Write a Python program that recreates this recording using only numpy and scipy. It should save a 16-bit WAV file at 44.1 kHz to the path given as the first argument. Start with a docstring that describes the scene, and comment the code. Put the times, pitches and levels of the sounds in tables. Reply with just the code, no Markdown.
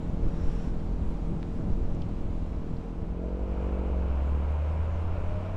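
"""Motorcycle and lorry on a wet road

One microphone at the rider's helmet, in the wind. A single-cylinder motorcycle, a stack of engine orders, opens up
and rolls off again. Filtered noise gives the wind, the hiss of wet tyres and two puddles; filtered taps are raindrops
on the housing. Close alongside comes a diesel lorry: a sine drone climbs through resonances, under roar and spray."""
import sys
import numpy as np
from scipy import signal
from scipy.fft import rfft, irfft, next_fast_len
from scipy.io import wavfile
from scipy.ndimage import uniform_filter1d, map_coordinates

SR = 44100
rng = np.random.default_rng(int(sys.argv[2]) if len(sys.argv) > 2 else 0)


def output_pcm(signal):
    """Save a mono or channel-first signal as 16-bit PCM at the path in sys.argv[1].

    Samples are clipped to [-1, 1] before scaling.
    """
    pcm = np.clip(np.atleast_2d(signal).T, -1, 1) * 32767
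    wavfile.write(sys.argv[1], SR, np.round(pcm).astype(np.int16))


N = 245275

# Motorcycle engine speed: time_s, firing_hz [s, Hz]
BIKE_FIRING = [(0, 41.72), (2.9, 41.62), (3.07, 41.25), (3.17, 43.55), (3.27, 45.2), (3.45, 47.25),
               (3.63, 47.75), (3.81, 47.25), (4, 44.25), (4.23, 40.45), (4.44, 37.5), (4.54, 35.2),
               (5.2, 36), (5.56, 35.9)]
# Motorcycle effort: time_s, exhaust_db, upper_order_brightness_db [s, dB, dB]
BIKE_EFFORT = [(0, -40, -20), (2.4, -41.5, -17), (3.1, -43.5, -9), (3.25, -42, 1), (3.85, -40, 2),
               (4.1, -42, -3.5), (4.42, -45, -4.5), (4.56, -52, -15), (5.15, -48.5, -2), (5.56, -49, -8)]
# Silencer and airbox, gain on an engine order: pitch_hz, gain_db [Hz, dB]
SILENCER_GAIN = [(42, 1.5), (92, -9), (135, -10.5), (178, 1), (210, -5.5), (240, -5), (285, -9.5),
                 (332, -6.5), (378, -12.5), (440, -7.5), (520, -10), (570, -22.5), (618, -16), (665, -17.5),
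                 (730, -26.5), (1100, -39.5)]
# Shape of the turbulence in the exhaust: pitch_hz, density_db [Hz, dB per Hz]
EXHAUST_GAS_SHAPE = [(70, -20), (150, -1), (220, 0.5), (340, -2.5), (520, -5.5), (700, -9), (1200, -30.5),
                     (5000, -89.5)]
# Motorcycle gear tones: firing_multiple, level_db [ratio, dB]
GEAR_TONES = [(10.98, -52.7), (13.43, -58), (14.97, -67)]
# Response of a bodywork panel shaken by the engine: pitch_hz, gain_db [Hz, dB]
PANEL_SHAPE = [(200, -65.5), (390, -8), (440, -3), (490, -12), (560, -13), (612, 1.5), (660, -1),
               (720, -23), (1000, -38), (5000, -120)]
# Spells of louder panel buzz: start_s, end_s, level_db [s, s, dB]
PANEL_BUZZES = [(3.173, 3.26, -52), (3.925, 4, -59), (4.944, 5.56, -58.5)]
# Pace of the ride, which slackens behind the lorry: time_s, level_db [s, dB over cruising]
RIDE_PACE = [(0, -0.5), (1.7, -1.4), (2.5, -2.5), (2.88, -5.5), (3.08, -8), (4.3, -8.5), (5.56, -5.5)]
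# Strength of the eddies at the microphone: time_s, level_db [s, dB over cruising]
EDDY_STRENGTH = [(0, 2.5), (1.3, -3.3), (2.5, 0), (2.8, -8), (3.3, -9.5), (4.4, -8.5), (4.9, -3.5),
                 (5.56, -5.5)]
# Gusts round the helmet: peak_s, length_s, extra_buffet_db, extra_air_db [s, s, dB, dB]
HELMET_GUSTS = [(0.237, 0.094, 6, 6), (0.49, 0.035, 5.5, 4), (0.74, 0.049, 3, -0.5), (1.02, 0.046, 7.5, 1),
                (1.086, 0.036, 5, 1.5), (1.337, 0.094, 1, 4), (1.676, 0.28, 3, 5.5), (1.908, 0.1, 6.5, 2),
                (2.344, 0.049, 3, 2.5), (2.583, 0.052, 3.5, 4.5), (3.035, 0.1, 7, 7.5),
                (5.321, 0.1, 4.5, 1)]
# Shape of the eddies thumping on the microphone: pitch_hz, density_db [Hz, dB per Hz]
BUFFET_SHAPE = [(8, 1.5), (18, 3.5), (30, -8.5), (40, 1), (55, -6), (75, -6), (110, -13.5), (200, -49.5),
                (1200, -120)]
# Shape of the air rushing round the helmet: pitch_hz, density_db [Hz, dB per Hz]
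AIR_SHAPE = [(30, -17.5), (70, -1), (115, -0.5), (170, 0), (250, -9), (330, -7.5), (450, -16.5), (700, -23),
             (1500, -40), (8000, -120)]
# Shape of the whistle at an edge: pitch_hz, density_db [Hz, dB per Hz]
WHISTLE_SHAPE = [(5500, -68.5), (6800, -17.0), (7130, 4.5), (7450, -17.0), (9000, -72.5)]
# Shape of the tread roar: pitch_hz, density_db [Hz, dB per Hz]
TREAD_SHAPE = [(100, -8), (300, -0.5), (550, -4.5), (800, -3), (1050, -7), (1400, -12.5), (1800, -19.5),
               (2250, -19), (2900, -22.5), (4000, -29.5), (9000, -70.5)]
# Shape of the fizzing water film: pitch_hz, density_db [Hz, dB per Hz]
FILM_SHAPE = [(1000, -13), (2500, 0), (3250, 1), (3600, -.5), (3900, 2.5), (4300, 0.5), (5000, -0.5),
              (5500, -1), (6000, -2), (6500, -3.5), (7200, -4.5), (7900, -6), (9500, -11.5), (11000, -18.5),
              (15500, -19.5)]
# Shape of the puddle spray: pitch_hz, density_db [Hz, dB per Hz]
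PUDDLE_SHAPE = [(500, -23), (1500, 13.5), (2000, 4.5), (2700, 4.5), (4900, -5), (5300, 3), (5700, 4),
                (6200, -6), (7600, -5), (8700, -16), (10700, -15.5), (12000, -25), (16000, -33)]
# Standing water under the tyres: start_s, end_s, level_db [s, s, dB]
PUDDLE_TIMES = [(0.44, 0.674, -59), (3.62, 3.68, -71.5)]
# Shape of the thin spit of spray: pitch_hz, gain_db [Hz, dB]
SPIT_SHAPE = [(6000, -50), (8000, -14), (8800, 0), (10300, -4), (11200, -16), (16000, -32)]
# Raindrops on the housing: start_s, peak_db, centre_hz, half_width_octaves, t60_s [s, dB, Hz, octaves, s]
RAINDROPS = [(1.4295, -35, 1600, 1.15, .004), (1.948, -52.5, 6600, .3, .02), (2.0191, -41.5, 3850, .4, .02),
             (2.0215, -47, 2950, .18, .02), (2.53, -50, 2200, .25, .05), (2.768, -53, 4100, .3, .04)]
# Lorry engine speed: time_s, firing_hz [s, Hz]
LORRY_FIRING = [(3.05, 56.8), (3.45, 58.2), (3.65, 61.4), (3.83, 62.6), (4, 66.2), (4.17, 67.3),
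                (4.82, 78.9), (5.35, 89), (5.56, 94.8)]
# Exhaust overtone and gear whine: firing_multiple, level_db, centre_hz, width_hz [ratio, dB, Hz, Hz]
LORRY_OVERTONES = [(2, -46, 157, 20), (6.88, -48.5, 632, 75)]
# Nearness of the lorry: time_s, level_db [s, dB under its closest]
LORRY_NEARNESS = [(0, -45.5), (2.8, -13), (3.3, -9.5), (3.62, -2), (3.98, -2), (4.3, -1), (4.9, -.5),
                  (5.56, -0.5)]
# Shape of the diesel roar: pitch_hz, density_db [Hz, dB per Hz]
DIESEL_SHAPE = [(100, -12.5), (300, -13), (450, -2.5), (600, -0.5), (780, -6), (1000, -4.5), (1170, -10.5),
                (1350, -10.5), (1850, -21.5), (2350, -18.5), (2900, -22), (3400, -30.5), (6000, -48),
                (12000, -65.5)]
# Shape of the lorry's wheel spray: pitch_hz, density_db [Hz, dB per Hz]
LORRY_SPRAY_SHAPE = [(2000, -15.5), (4200, -1.0), (5500, -2.0), (7000, -0.5), (8500, -5.5),
                     (11000, -12.5), (15500, -19.5)]

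SMEAR_S_PER_HZ = 1.1e-5  # how much later each higher frequency leaves the silencer
GAS_DB = -9  # against the exhaust note
BUZZ_REST_DB, BUZZ_SWELL_S = -60.5, 0.043  # steady panel buzz; time to swell and to die
GEARS_GONE_S, GEAR_FADE_S = 3.57, 0.94
BUFFET_DB, AIR_DB, WHISTLE_DB = -29.5, -37.5, -82  # wind at cruising pace
TREAD_DB, FILM_DB = -48.5, -67.5  # tyres at cruising pace; the film lies under the tread
TYRE_GROWTH = 0.61  # tyre dB per dB of pace
PUDDLE_ATTACK_S, PUDDLE_RELEASE_S = 0.25, 0.06
SPIT_S, SPIT_LENGTH_S, SPIT_DB = 1.103, 0.092, -78
SPLASH_DB = -21  # noise of a raindrop's splash against its tap, before the band filter
ALONGSIDE_S, DRAW_UP_S = 3.43, 0.66  # the drone is full at the first, after rising for the second
DRONE_DB, BOOM_HZ, BOOM_WIDTH_HZ = -27, 71.7, 18.8
OVERTONE_RADIANS, OVERTONE_WAVER_DB, OVERTONE_RATE_HZ = 1.0, 3.2, 12
ROAR_DB, LORRY_SPRAY_DB = -43.5, -75  # close to the lorry
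TOP_HZ = 15700


def amp(db):
    """Decibels to gain."""
    return 10 ** (np.asarray(db) / 20)


def unit(x):
    """Scaled to rms 1."""
    return x / np.sqrt(np.mean(x ** 2) + 1e-20)


def curves(rows):
    """One value per sample for each column after the time."""
    s, *cols = np.transpose(rows)
    return [np.interp(np.arange(N) / SR, s, c) for c in cols]


def wobble(rate):
    """A smooth random curve, rate knots a second."""
    knots = rng.standard_normal(int(N * rate / SR) + 4)
    return map_coordinates(knots, [np.arange(N) * rate / SR])


def coloured(x, points):
    """x through a causal minimum-phase filter with the given (Hz, dB) shape, at rms 1."""
    size = 2 * next_fast_len(N // 2 + SR // 4)
    hz, db = np.transpose(points)
    shape_db = np.interp(np.log(np.fft.rfftfreq(size, 1 / SR) + 1), np.log(hz), db)
    # folding the cepstrum forward makes the filter causal
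    cepstrum = irfft(np.log(amp(shape_db)))
    cepstrum[1:size // 2] *= 2
    cepstrum[size // 2 + 1:] = 0
    response = np.exp(rfft(cepstrum))
    return unit(irfft(rfft(x, size) * response)[:N])


def rush(points, patchy_db):
    """Turbulent noise of rms 1, with patches of random gain in time and frequency."""
    z = signal.stft(rng.standard_normal(N), nperseg=512)[2]
    field = uniform_filter1d(rng.standard_normal(z.shape), size=6, axis=0)
    field = uniform_filter1d(field, size=12, axis=1)
    patchy = signal.istft(z * amp(patchy_db * unit(field)), nperseg=512)[1][:N]
    return coloured(patchy, points)


def rise(full_s, length_s):
    """0 until it climbs to 1 over length_s, arriving at full_s."""
    return np.clip(1 + (np.arange(N) / SR - full_s) / length_s, 0, 1)


def held(from_s, to_s, attack_s, release_s):
    """Attack before from_s, hold at 1 between the two times, release after to_s."""
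    return rise(from_s, attack_s) * (1 - rise(to_s + release_s, release_s))


def resonance(hz, centre_hz, width_hz):
    """Gain of a single resonance, 1 at its centre."""
    return 1 / np.hypot(1, 2 * (hz - centre_hz) / width_hz)


def swell(s, length_s):
    """A smooth bump that peaks at 1 at time s."""
    return np.exp(-(2 * (np.arange(N) / SR - s) / length_s) ** 2)


def motorcycle():
    """Firings sound as engine orders through the silencer; throttle brightens them, and load shakes a panel."""
    firing_hz, = curves(BIKE_FIRING)
    exhaust_db, bright_db = curves(BIKE_EFFORT)
    buzz = amp(BUZZ_REST_DB)
    for start_s, end_s, level_db in PANEL_BUZZES:
        buzz = buzz + amp(level_db) * held(start_s, end_s, BUZZ_SWELL_S, BUZZ_SWELL_S)
    turns = np.cumsum(firing_hz) / SR

    # no two firings are quite alike in strength or moment
    crank = turns + 0.0012 * wobble(40)
    strength_db = exhaust_db + 0.5 * wobble(40)
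    orders = np.zeros(N)
    for order in range(1, 25):
        hz = order * firing_hz
        upper = np.clip((hz - 275) / 190, 0, 1)
        pipe = amp(strength_db + np.interp(hz, *np.transpose(SILENCER_GAIN)) + upper * bright_db)
        panel = buzz * amp(np.interp(hz, *np.transpose(PANEL_SHAPE)) - 4.5)
        # the silencer holds back the higher orders, and paths round the bike shift each one:
        # the thumps blur into a growl
        shift = -np.pi * SMEAR_S_PER_HZ * hz ** 2 + 0.7 * rng.standard_normal()
        waver = amp(0.7 * upper * wobble(5))
        tone = np.sqrt(2) * np.sin(2 * np.pi * order * crank + shift)
        orders += waver * np.hypot(pipe, panel) * tone

    # the panel's rattle swells and ebbs with each firing
    throb = 1 + 0.4 * np.sin(2 * np.pi * turns)
    rattle = amp(-1.5) * buzz * coloured(rng.standard_normal(N) * throb, PANEL_SHAPE)
    # with the throttle open, rushing gas fills the gaps between the thumps
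    gas_db = exhaust_db + np.minimum(bright_db, 0) + GAS_DB
    gas = amp(gas_db) * rush(EXHAUST_GAS_SHAPE, patchy_db=1.0)
    # the gears sing while the bike cruises, then fade away
    gears = np.zeros(N)
    for multiple, level_db in GEAR_TONES:
        tone = unit(np.sin(2 * np.pi * multiple * turns + 0.5 * wobble(2.5)))
        gears += amp(level_db + 0.8 * wobble(4)) * tone
    return orders + gas + rattle + (1 - rise(GEARS_GONE_S, GEAR_FADE_S)) * gears


def wind():
    """Eddies thump on the microphone; air rushes round the helmet and whistles faintly at an edge with pace."""
    pace_db, = curves(RIDE_PACE)
    eddy_db, = curves(EDDY_STRENGTH)
    buffet_db = BUFFET_DB + eddy_db
    air_db = AIR_DB + pace_db
    for peak_s, length_s, extra_buffet_db, extra_air_db in HELMET_GUSTS:
        gust = swell(peak_s, length_s)
        buffet_db = buffet_db + extra_buffet_db * gust
        air_db = air_db + extra_air_db * gust
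    flutter = wobble(21.7)  # shared by buffet and air
    buffet = amp(buffet_db + 0.49 * flutter) * rush(BUFFET_SHAPE, patchy_db=-1.0)
    air = amp(air_db + 0.9 * flutter) * rush(AIR_SHAPE, patchy_db=1.5)
    whistle = amp(WHISTLE_DB + 1.3 * pace_db) * rush(WHISTLE_SHAPE, patchy_db=1)
    return buffet + air + whistle


def tyres():
    """Tread roar and water-film fizz grow with pace; puddles throw up bursts of spray and a thin spit."""
    pace_db, = curves(RIDE_PACE)
    tread = amp(TREAD_DB + 0.24 * wobble(11)) * rush(TREAD_SHAPE, patchy_db=0.0)
    # about 300 droplets a second crackle in the film
    droplets = (rng.random(N) < 300 / SR) * rng.standard_normal(N)
    film = rush(FILM_SHAPE, patchy_db=1.2) + 0.26 * coloured(droplets, FILM_SHAPE)
    rolling = amp(TYRE_GROWTH * pace_db) * (tread + amp(FILM_DB) * film)

    ploughing = sum(amp(level_db) * held(start_s, end_s, PUDDLE_ATTACK_S, PUDDLE_RELEASE_S)
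                    for start_s, end_s, level_db in PUDDLE_TIMES)
    puddles = ploughing * coloured(rng.standard_normal(N), PUDDLE_SHAPE)
    # the spit follows the first puddle
    spit = swell(SPIT_S, SPIT_LENGTH_S) * coloured(rng.standard_normal(N), SPIT_SHAPE)
    return rolling + puddles + amp(SPIT_DB) * spit


def raindrops():
    """Each drop is one sharp tap and a faint short splash, in its own band."""
    out = np.zeros(N + SR)
    t = np.arange(SR // 4) / SR
    for start_s, peak_db, centre_hz, half_width, t60_s in RAINDROPS:
        edges = np.clip([centre_hz / 2 ** half_width, centre_hz * 2 ** half_width], 1, SR / 2 - 1)
        band = signal.butter(N=3, Wn=edges, btype="band", fs=SR, output="sos")
        tap = t == 0
        splash = rng.standard_normal(len(t)) * amp(SPLASH_DB - 60 * t / t60_s)
        tick = signal.sosfilt(band, tap + splash)
        out[round(start_s * SR):][:len(t)] += amp(peak_db) * tick / np.abs(tick).max()
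    return out[:N]


def lorry():
    """A nearly pure exhaust drone climbs through resonances, under wheel spray and a throbbing diesel roar."""
    firing_hz, = curves(LORRY_FIRING)
    near_db, = curves(LORRY_NEARNESS)
    turns = np.cumsum(firing_hz) / SR
    drone = amp(DRONE_DB + 0.21 * wobble(8.9)) * unit(np.sin(2 * np.pi * turns))
    boom = resonance(firing_hz, BOOM_HZ, BOOM_WIDTH_HZ) * drone

    overtones = np.zeros(N)
    for multiple, level_db, centre_hz, width_hz in LORRY_OVERTONES:
        level = amp(level_db + OVERTONE_WAVER_DB * wobble(OVERTONE_RATE_HZ))
        phase = 2 * np.pi * multiple * turns + OVERTONE_RADIANS * wobble(OVERTONE_RATE_HZ)
        overtones += level * resonance(multiple * firing_hz, centre_hz, width_hz) * unit(np.sin(phase))

    throb = unit(1 + 0.1 * np.cos(2 * np.pi * turns))
    roar = amp(ROAR_DB + 0.24 * wobble(17)) * throb * rush(DIESEL_SHAPE, patchy_db=0.5)
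    spray = amp(LORRY_SPRAY_DB) * rush(LORRY_SPRAY_SHAPE, patchy_db=2.5)
    return rise(ALONGSIDE_S, DRAW_UP_S) * boom + amp(near_db) * (overtones + roar + spray)


def scene():
    """Everything meets at one microphone."""
    return (motorcycle() + wind() + tyres() + raindrops() + lorry())[None]


def record(dry):
    """A steep low-pass sets the top of the band; the sound closes with a fade of 128 samples."""
    closing = np.minimum(np.arange(N)[::-1] / 128, 1)
    band_limit = signal.ellip(N=10, rp=0.1, rs=80, Wn=TOP_HZ, fs=SR, output="sos")
    return closing * signal.sosfilt(band_limit, dry)


dry = scene()
out = record(dry)
output_pcm(out)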